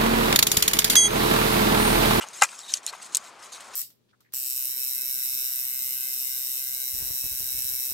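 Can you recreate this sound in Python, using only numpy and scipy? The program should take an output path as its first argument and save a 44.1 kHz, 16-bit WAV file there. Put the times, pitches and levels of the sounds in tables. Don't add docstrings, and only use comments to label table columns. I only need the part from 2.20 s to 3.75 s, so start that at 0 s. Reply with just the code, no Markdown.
import sys
import numpy as np
from scipy import signal
from scipy.fft import rfft, irfft
from scipy.io import wavfile
from scipy.ndimage import uniform_filter1d

SR = 44100
rng = np.random.default_rng(int(sys.argv[2]) if len(sys.argv) > 2 else 0)


def gain_from_db(level_db):
    decades = np.asarray(level_db, float) / 20
    return 10 ** decades


def output_pcm(signal):
    pcm = np.clip(np.atleast_2d(signal).T, -1, 1) * 32767
    wavfile.write(sys.argv[1], SR, np.round(pcm).astype(np.int16))


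N = 68355
MODE_S = 0.08

# start_s, length_s, level_db, whistle_hz, whistle_share_db
GLOVE_STROKES = [(.0, 0.6, -55.5, 6570, -21), (.006, .036, -40, 2930, 0.5),
                 (0.061, 0.052, -56.5, 3580, -20), (0.127, 0.083, -46.5, 6450, -27),
                 (0.21, 0.042, -32, 5460, -8), (0.25, 0.12, -51.5, 2540, -9),
                 (0.373, 0.058, -51.5, 5460, -1), (0.428, 0.055, -51, 3800, -1),
                 (.480, .038, -41, 3800, -2), (.515, .068, -40.5, 6500, -10),
                 (0.626, 0.062, -50.5, 7000, -12), (0.668, .036, -36.5, 4180, -3),
                 (0.72, 0.047, -49, 3740, -12), (0.774, 0.31, -55.5, 6740, -22),
                 (0.813, 0.061, -48, 3660, -15), (0.919, 0.031, -48, 6000, -18),
                 (0.969, 0.011, -43.5, 6500, -20), (1.031, 0.072, -54, 7000, -26),
                 (1.188, 0.5, -57, 6400, -30), (1.22, 0.049, -48, 4500, -20),
                 (1.318, 0.054, -44.5, 3890, -8), (1.399, 0.027, -48.5, 4230, -11),
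                 (1.431, 0.064, -64, 4230, -12), (1.531, 0.044, -43.5, 5440, -10)]
# freq_hz, density_db_per_hz
FILM_SPECTRUM = [(880, -62), (1500, -12), (2870, -8.5), (3690, -6), (5020, -5.5), (5950, -3), (7720, -2),
                 (14900, -26), (16300, -67)]
# freq_hz, density_db_per_hz
TRAFFIC_SPECTRUM = [(24, -57), (40, -28), (250, -10.5), (320, -10.5), (1070, 0), (2700, -12.5), (7000, -18),
                    (10700, -28), (16000, -42)]
# time_s, level_db
TRAFFIC_SWELL = [
    (0.0, -47),
    (0.112, -51.5),
    (0.378, -55.5),
    (0.98, -51),
    (1.134, -52.5),
    (1.55, -49.5),
]
# start_s, peak_db, push_s, main_mode_hz
CONNECTOR_KNOCKS = [(.010, -27.5, 0.000065, 1350), (0.0171, -31.5, 0.00007, 1490), (.022, -30, .0001, 2790),
                    (.027, -29.5, 0.000082, 1325), (.038, -28, 0.00037, 886), (.103, -37, 0.00017, 960),
                    (.2188, -10, .0003, 825), (0.2211, -4, .00008, 830), (.2232, -9, 0.000045, 1550),
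                    (0.2251, -10.5, 0.00026, 840), (0.2324, -11, 0.000063, 1284),
                    (0.2371, -16.5, 0.000057, 2365), (0.2417, -17, .0001, 2490),
                    (.2455, -17.5, 0.00017, 1344), (0.329, -36.5, .0003, 1350), (.726, -31, 0.00033, 410),
                    (0.7302, -31, .0005, 1065), (.7352, -28, .0005, 1065), (.742, -37, 0.00054, 1070),
                    (.750, -34, 0.00031, 885), (.80, -39, 0.00049, 1210), (1.381, -35, .0004, 1107)]
# freq_hz, level_db, t60_s
CONNECTOR_MODES = [(563, -18, 0.034), (842, -6.5, 0.021), (1057, -8, 0.033), (1203, -8.5, 0.027),
                   (1323, -5, 0.035), (1587, -4, 0.038), (2049, -7.5, 0.037), (2406, -6, 0.037),
                   (2705, -6, 0.028), (3180, -12, .015)]
# start_s, peak_db, ring_hz, ring_t60_s
CREASE_SNAPS = [(.0865, -25.5, 7270, 0.0035), (.200, -41, 6000, .005), (.2212, -4.5, 7240, 0.003),
                (.2232, -7.5, 7130, 0.0066), (.2328, -11.5, 7320, 0.013), (.2372, -7, 6900, 0.0051),
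                (.2418, -13, 6500, 0.0064), (.2502, -20.5, 8100, 0.0053), (.2897, -30, 2550, 0.0089),
                (.391, -23.5, 6700, 0.0034), (.5385, -4.5, 5920, 0.0052), (.541, -19, 4560, 0.017),
                (.572, -26, 6400, 0.0056), (.6647, -11, 7150, 0.0078), (.752, -42, 7900, 0.004),
                (.830, -33, 6800, .005), (.948, -5, 6700, .004), (.9495, -18, 7460, 0.0051),
                (.9532, -14, 8400, 0.007), (.955, -11.5, 6820, 0.0043), (.9697, -6, 7340, 0.0028),
                (1.407, -33, 7500, .005)]
# ratio, level_db
PATCH_PARTIALS = [(.42, -18), (.58, -11.5), (.8, -8), (1.0, 5), (1.179, -2.5), (1.48, -5.5), (2.0, -20)]


def colour(x, table):
    freq_hz = np.fft.rfftfreq(N, 1 / SR)
    points = np.array(table)
    db = np.interp(np.log(freq_hz + 1), np.log(points[:, 0]), points[:, 1])
    db = db - 12 * np.clip(np.log2(points[0, 0] / (freq_hz + 1)), 0, 9)
    y = irfft(rfft(x) * gain_from_db(db), N)
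    return y / np.std(y)


def band(x, hz, width_hz):
    return signal.lfilter(*signal.iirpeak(min(hz, SR * 0.45), hz / width_hz, fs=SR), x)


def above(x, hz):
    return signal.sosfilt(signal.butter(4, hz, "high", fs=SR, output="sos"), x)


def walk(rate_hz):
    hold = int(SR / rate_hz)
    steps = np.repeat(rng.standard_normal(N // hold + 1), hold)
    return 0.87 * uniform_filter1d(uniform_filter1d(steps, hold), hold)[:N]


def add(out, x, start_s):
    i = max(int(start_s * SR), 0)
    out[i:i + len(x)] += x[:N - i]


def ring(hz, t60_s, phase):
    t = np.arange(int(SR * MODE_S)) / SR
    return np.sin(2 * np.pi * hz * t + phase) * gain_from_db(-60 * t / max(t60_s, 1e-3))


def echo(x, t60_s):
    t = np.arange(SR // 8) / SR
    tail = rng.standard_normal(len(t)) * gain_from_db(-60 * t / t60_s)
    tail = tail / np.sqrt(np.sum(tail ** 2))
    return signal.fftconvolve(x, tail)[:N]


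def film_strokes():
    grains_per_s, grain_spread_db, patchy_db, creep_db = 14000, 1.74, 2, -71
    attack_s, release_s, whistle_width, fold_q = 0.0066, 0.022, 0.082, 9
    slips = rng.standard_normal(N) * (rng.random(N) < grains_per_s / SR)
    slips = slips * gain_from_db(grain_spread_db * rng.exponential(size=N))

    folds = np.zeros(N)
    for k, hz in enumerate(1500 * 1.13 ** np.arange(20)):
        folds += (-1) ** k * gain_from_db(1.63 * patchy_db * walk(90)) * band(slips, hz, hz / fold_q)
    film = colour(folds + 0.12 * slips, FILM_SPECTRUM)
    rough = slips / np.std(slips) * gain_from_db(patchy_db * walk(170))

    out = gain_from_db(creep_db + 2 * walk(14.1)) * film
    for start_s, length_s, level_db, hz, share_db in GLOVE_STROKES:
        i = int(start_s * SR)
        here = slice(i, min(i + int((length_s + release_s) * SR), N))
        t = np.arange(here.stop - i) / SR
        env = np.minimum(t / attack_s, (length_s - t) / release_s + 0.56)
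        env = np.clip(env, 0, 1) ** 1.27
        width_hz = hz * whistle_width
        whistle = band(band(rough[here], hz, width_hz), hz, 2 * width_hz)
        whistle = whistle / np.std(whistle)
        add(out, gain_from_db(level_db) * env * (film[here] + gain_from_db(share_db) * whistle), start_s)
    return out


def far_traffic():
    level_db, swell_db, flicker_db, side_db = 2.5, 0.22, 2.5, -9.5
    course_db = np.interp(np.arange(N) / SR, *np.array(TRAFFIC_SWELL).T)
    swell = gain_from_db(swell_db * walk(2) + level_db + course_db)

    def hum():
        out = np.zeros(N)
        for hz in 50 * 1.9 ** np.arange(10):
            out += gain_from_db(flicker_db * walk(14.48)) * band(rng.standard_normal(N), hz, hz / 2)
        return colour(out, TRAFFIC_SPECTRUM) * swell

    return hum(), gain_from_db(side_db) * hum()


def connector_knocks():
    scatter_db, main_db, main_t60_s, low_cut_hz = 2.5, 3, 0.03, 588
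    thump_db, thump_s, thump_at_s = -33.5, 0.0023, 0.221
    out = np.zeros(N)
    t = np.arange(200) / SR
    chance = rng.standard_normal((len(CONNECTOR_KNOCKS), 3, len(CONNECTOR_MODES)))
    for (start_s, peak_db, push_s, main_hz), draws in zip(CONNECTOR_KNOCKS, chance):
        x = gain_from_db(main_db) * ring(main_hz, main_t60_s, 0)
        for (hz, db, t60_s), level, detune, sign in zip(CONNECTOR_MODES, *draws):
            gain = np.sign(sign) * gain_from_db(db + scatter_db * level)
            x += gain * ring(hz * (1 + 0.019 * detune), t60_s, 0)
        push = np.exp(-2 * t / max(push_s, 2e-5))
        x = np.convolve(x, push)
        add(out, gain_from_db(peak_db) * x / np.max(np.abs(x)), start_s)
    out = above(out, low_cut_hz)
    add(out, gain_from_db(thump_db) * np.hanning(int(thump_s * SR)), thump_at_s)
    return out


def crease_snaps():
    crack_db, crack_s, tail_db, tail_t60_s = -13, 0.00022, -18.5, 0.028
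    rise_s, low_cut_hz = 0.00013, 2440
    out = np.zeros(N)
    t = np.arange(int(SR * MODE_S)) / SR
    hiss = colour(rng.standard_normal(N), FILM_SPECTRUM)
    rustle_env = gain_from_db(crack_db) * np.exp(-t / crack_s) + gain_from_db(tail_db - 60 * t / tail_t60_s)
    chance = rng.standard_normal((len(CREASE_SNAPS), 2, len(PATCH_PARTIALS)))
    for (start_s, peak_db, ring_hz, t60_s), draws in zip(CREASE_SNAPS, chance):
        x = np.zeros(len(t))
        for (ratio, db), scatter, phase in zip(PATCH_PARTIALS, *draws):
            detune = 1 + 0.035 * scatter * (ratio != 1)
            x += gain_from_db(db + scatter) * ring(ring_hz * ratio * detune, t60_s, 2 * phase)
        x = x * (1 - np.exp(-t / rise_s))
        rustle = hiss[int(start_s * SR):][:len(t)] * rustle_env
        add(out, gain_from_db(peak_db) * (x / np.max(np.abs(x)) + rustle), start_s)
    return above(out, low_cut_hz)


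def port_difference(high):
    port_hz, port_width_hz, port_db, port_t60_s = 8740, 1500, 2.5, 0.0033
    room_db, room_hz, shifts_per_s = -5, 9500, 70
    turn = 2 * walk(shifts_per_s)
    shifting = np.cos(turn) * echo(high, port_t60_s) + np.sin(turn) * echo(high, port_t60_s)
    port = band(band(shifting, port_hz, port_width_hz), port_hz, 2 * port_width_hz)
    return gain_from_db(port_db) * port + gain_from_db(room_db) * above(shifting, room_hz)


def scene():
    bay_db, bay_t60_s = -17, 0.04
    knock_lean_db, film_lean_db, traffic_lean_db = 4.5, 1.1, 3
    high = film_strokes()
    far_mid, far_side = far_traffic()
    low = connector_knocks()
    high = high + crease_snaps()
    near = low + high

    mid = near + gain_from_db(bay_db) * echo(near, bay_t60_s) + far_mid
    side = port_difference(high) + far_side
    side += np.tanh(knock_lean_db / 16.7) * low
    side += np.tanh(film_lean_db / 17.4) * high
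    side += np.tanh(traffic_lean_db / 15.4) * far_mid
    return np.array([mid + side, mid - side])


def band_limit(x):
    return signal.sosfilt(signal.butter(12, 16480, fs=SR, output="sos"), x)


def record(dry):
    x = signal.sosfilt(signal.ellip(8, 0.2, 60, 16300, fs=SR, output="sos"), dry)
    return band_limit(np.clip(x, -1, 1))


dry = scene()
out = record(dry)
output_pcm(out)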